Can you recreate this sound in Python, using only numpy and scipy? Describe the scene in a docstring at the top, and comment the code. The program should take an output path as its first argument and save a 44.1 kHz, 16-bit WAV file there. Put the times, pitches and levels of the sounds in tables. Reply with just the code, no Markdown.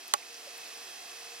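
"""A quiet spot outdoors, heard through the two microphone ports of a camera held close to the ground.
From the start there is a steady bed of hiss, a faint hum and the camera's own thin whine.
A tiny tick comes from the grip; then, at 0.14 s, one sharp handling click rings the plastic case
right beside the ports. Soft rubs and two more ticks follow up to 0.6 s, and a last tick at 1.25 s."""
import sys
import numpy as np
from scipy import signal
from scipy.fft import rfft, irfft
from scipy.io import wavfile

SR = 44100
rng = np.random.default_rng(int(sys.argv[2]) if len(sys.argv) > 2 else 0)


def pcm_store(signal):
    """Save signal as 16-bit PCM."""
    levels = np.round(np.clip(np.atleast_2d(signal), -1, 1) * 32767)
    wavfile.write(sys.argv[1], SR, levels.astype(np.int16).T)


N = 61739

# spectrum of the background hiss (frequency [Hz], relative density [dB])
HISS_SPECTRUM = [(25, -30), (70, -25.5), (130, -25.5), (215, -19), (370, -10.5), (560, -11), (760, -3),
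                 (930, -8.5), (1130, -5.5), (1450, -9), (1950, -5.5), (2300, -7.5), (2600, -7), (3700, -7),
                 (5300, -4), (7500, -10.5), (9600, -11.5), (13000, -15.5), (15700, -26)]
# how alike the hiss is at the two ports (frequency [Hz], coherence [0-1])
PORT_COHERENCE = [(50, 0.1), (150, 0.85), (600, 0.74), (1050, 0.03), (1600, 0.64), (3500, 0.3),
                  (5200, 0.98), (9000, 0.3), (13000, 0.42), (15500, 0.1)]
# tilt of the hiss toward the right port (frequency [Hz], right over left before panning [dB])
HISS_RIGHT_LIFT = [(1200, -0.5), (2300, 2), (4500, 2), (8000, .5), (13000, 0)]
# slight rise and fall of the hiss (time [s], gain [dB])
HISS_SWELL = [(0, -2), (.12, -1), (.25, -2), (.45, -0.7), (.7, 0.5), (1.0, 0), (1.4, -0.1)]
# tones of the hum (frequency [Hz], relative level [dB])
HUM_TONES = [(287, -77), (380, -71), (467.3, -64), (702, -66)]
# swell of the strongest hum tone (time [s], gain [dB])
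HUM_SWELL = [(0, -14), (.3, 1.5), (.58, 3.5), (.8, 1.5), (.95, -13), (1.1, 0), (1.35, 4)]
# tones from inside the camera (frequency [Hz], relative level [dB])
WHINE_TONES = [(1637, -74), (1820, -71), (2519, -71), (2573, -58.7), (2616, -72), (2708, -72), (2762, -72),
               (3268, -63), (3919, -74), (4947, -71), (5184, -71), (5652, -70)]
# rise and fall of the whine (time [s], gain [dB])
WHINE_SWELL = [(0, -1.5), (.35, -2), (.5, 0.5), (.65, -.5), (.73, 1.5), (.83, 0), (.9, 2), (1.0, -0.5),
               (1.08, 1.5), (1.4, 0.5)]
# scuffs of the grip (time [s], level [dB], centre [Hz], length [s])
GRIP_RUBS = [(0.214, -55, 750, 0.013), (0.228, -50.5, 2260, 0.011), (0.353, -54, 5200, 0.018),
             (0.474, -51.5, 560, 0.019), (0.584, -59, 13500, 0.006)]
# ticks under the fingers (time [s], level [dB], centre [Hz], width [octaves], t60 [s])
FINGER_TICKS = [(.0806, -26.5, 11800, 0.22, 0.004), (.3432, -38, 5300, 0.2, 0.014),
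                (.579, -34, 11200, 0.28, 0.0035), (1.248, -38.5, 9900, .17, 0.005)]
# modes of the plastic case (frequency [Hz], relative level [dB], t60 [s], left over right [dB])
CASE_MODES = [(420, -35, 0.031, -9.5), (593, -32, 0.065, 0), (816, -24, 0.066, -7),
              (928, -20.5, 0.019, -8.5), (1133, -16, 0.044, -7), (1420, -21.5, 0.024, -15),
              (1630, -23, 0.015, 8), (2413, -21.5, 0.0067, 1), (3107, -21, 0.01, -14.5),
              (4196, -17.5, 0.0072, -12), (6170, -19.5, 0.007, 4), (6700, -22, 0.022, 9.5),
              (9134, -15, 0.015, -4), (12500, -23.5, 0.0061, -8)]
# spectrum of the contact's crack (frequency [Hz], relative density [dB])
CRACK_SPECTRUM = [(200, -24), (500, -15), (1500, -6), (2000, -11), (2600, 0), (4500, 5.5), (6500, 4.5),
                  (8300, -0.5), (10000, -5), (13000, -3), (16000, -12)]

PORT_LAG_S, CLICK_LAG_S = 4.2e-5, 0.00037  # delays at the left port: background, ringing case
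HISS_DB, HISS_FLICKER_DB = -46, 0.2
HUM_GAIN_DB, WHINE_GAIN_DB, CLICK_GAIN_DB = -1.5, -0.13, -1.5
WHINE_PAN_DB, WHINE_FLUTTER_DEPTH = -4.5, 0.35
CLICK_S, CLICK_LOW_CUT_HZ = 0.1375, 318
CRACK_GAIN_DB, TAIL_GAIN_DB, THUMP_GAIN_DB = -11.5, -24.5, -37
CRACK_OPPOSED = 0.28  # share of the crack that shakes the two ports in opposite directions
TOP_HZ = 15850

TIMES = np.arange(N) / SR
FREQS = np.fft.rfftfreq(N, 1 / SR)


def undb(db):
    """Decibels to gain."""
    return 10 ** (np.asarray(db) / 20)


def pan(db):
    """Gains for the two ports, with the left louder by db."""
    return undb(np.array([[db], [-db]]) / 2)


def curve(rows):
    """A level curve as a gain for each sample."""
    return undb(np.interp(TIMES, *np.array(rows).T))


def by_bin(rows):
    """Points joined on a log-frequency axis."""
    hz, value = np.array(rows).T
    return np.interp(np.log(FREQS + 1), np.log(hz), value)


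def unit(x):
    """Scale to rms 1."""
    return x / np.sqrt(np.mean(x ** 2))


def noise(gain):
    """Two unrelated noises shaped by a gain per frequency, at rms 1."""
    return unit(irfft(rfft(rng.standard_normal((2, N))) * gain, N))


def band(hz, octaves):
    """Two unrelated noises in a bell-shaped band."""
    return noise(np.exp(-.5 * (np.log2((FREQS + 1) / hz) / octaves) ** 2))


def walk(rate_hz):
    """A slow random wander of size about 1."""
    return noise(1 / (1 + (FREQS / rate_hz) ** 2))[0]


def fade(start, t60, rise_s=1 / SR):
    """A quick rise and an exponential decay."""
    age = np.maximum(TIMES - start, 0)
    return np.minimum(age / rise_s, 1) * np.exp(-np.log(1000) * age / t60)


def mode(start, hz, t60):
    """One decaying vibration."""
    return fade(start, t60) * np.sin(2 * np.pi * hz * (TIMES - start))


def tone(hz, db, pan_db, waver, drift_hz):
    """A slightly unsteady tone that reaches the left port a little later."""
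    turns = np.cumsum(hz + drift_hz * walk(5.3)) / SR + rng.random()
    wave = np.sin(2 * np.pi * (turns - hz * np.array([[PORT_LAG_S], [0]])))
    return np.sqrt(2) * undb(db) * pan(pan_db) * wave * (1 + waver * walk(8.0))


def hiss():
    """The bed of the place: smooth air, alike at both ports in some bands and diffuse in others."""
    common, separate = rfft(rng.standard_normal((2, N)))
    coherence = np.clip(by_bin(PORT_COHERENCE), 0, 1)
    delay = np.exp(-2j * np.pi * FREQS * PORT_LAG_S)
    lift = undb(by_bin(HISS_RIGHT_LIFT) / 2)
    left = (coherence * common + np.sqrt(1 - coherence ** 2) * separate) * delay
    ports = np.array([left / lift, common * lift])
    air = unit(irfft(ports * undb(by_bin(HISS_SPECTRUM)), N))
    return air * pan(-1) * curve(HISS_SWELL) * undb(HISS_DB + HISS_FLICKER_DB * walk(15))


def hum():
    """Four faint low tones down in the bed; the strongest swells and sinks."""
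    lowest, low, strong, high = (tone(hz, db, pan_db=-1.5, waver=0.21, drift_hz=1.4)
                                 for hz, db in HUM_TONES)
    return undb(HUM_GAIN_DB) * (lowest + low + strong * curve(HUM_SWELL) + high)


def whine():
    """Thin fluttering tones from inside the camera, with a narrow rasp around the strongest."""
    flutter = 1 + WHINE_FLUTTER_DEPTH * band(hz=46, octaves=0.29)[0]
    tones = sum(tone(hz, db, WHINE_PAN_DB, waver=0.2, drift_hz=1.54) for hz, db in WHINE_TONES)
    rasp = undb(-67) * pan(WHINE_PAN_DB) * band(hz=2580, octaves=0.04)[0]
    return undb(WHINE_GAIN_DB) * curve(WHINE_SWELL) * (flutter * tones + rasp)


def rubs():
    """Handling noise: brief soft scuffs as the grip shifts, a little right of centre."""
    scuffs = np.zeros(N)
    for time, db, hz, length in GRIP_RUBS:
        swell = np.exp(-2 * ((TIMES - time) / length) ** 2)
        scuffs += undb(db) * band(hz, octaves=0.18)[0] * swell
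    return scuffs * pan(-2.5)


def ticks():
    """Tiny bright ticks of the case under the fingers, close to the microphones."""
    return sum(undb(db) * band(hz, octaves) * fade(time, t60, rise_s=0.0002)
               for time, db, hz, octaves, t60 in FINGER_TICKS)


def contact_crack():
    """The bright edge of the click: a burst of noise that hits both ports at once."""
    right, separate = noise(undb(by_bin(CRACK_SPECTRUM)))
    left = np.sqrt(1 - CRACK_OPPOSED ** 2) * separate - CRACK_OPPOSED * right
    burst = fade(CLICK_S, t60=0.01, rise_s=0.0003)
    return undb(CRACK_GAIN_DB) * pan(-4.5) * np.array([left, right]) * burst


def click():
    """Right beside the ports the case cracks, rings with a short dull tail and rocks with a low thump."""
    arrival = CLICK_S + np.array([[CLICK_LAG_S], [0]])  # right port first
    ring = sum(undb(db) * pan(pan_db) * mode(arrival, hz, t60) * (-1) ** k
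               for k, (hz, db, t60, pan_db) in enumerate(CASE_MODES))
    crack = contact_crack()
    tail = undb(TAIL_GAIN_DB) * pan(-7.5) * band(hz=1320, octaves=1.15)[0] * fade(arrival, t60=0.029)
    rocking = np.array([[-1], [1]])  # the ports move in opposite directions
    thump = undb(THUMP_GAIN_DB) * pan(2.5) * rocking * mode(CLICK_S, hz=315, t60=0.062)
    low_cut = signal.butter(3, CLICK_LOW_CUT_HZ, "high", fs=SR, output="sos")
    return undb(CLICK_GAIN_DB) * signal.sosfilt(low_cut, ring + crack + tail + thump)


def scene():
    """Everything that reaches the left and right microphone ports."""
    return hiss() + whine() + hum() + click() + ticks() + rubs()


def record(dry):
    """The camera's recorder cuts the top treble steeply."""
    return signal.sosfilt(signal.ellip(10, .2, 80, TOP_HZ, fs=SR, output="sos"), dry)


dry = scene()
out = record(dry)
pcm_store(out)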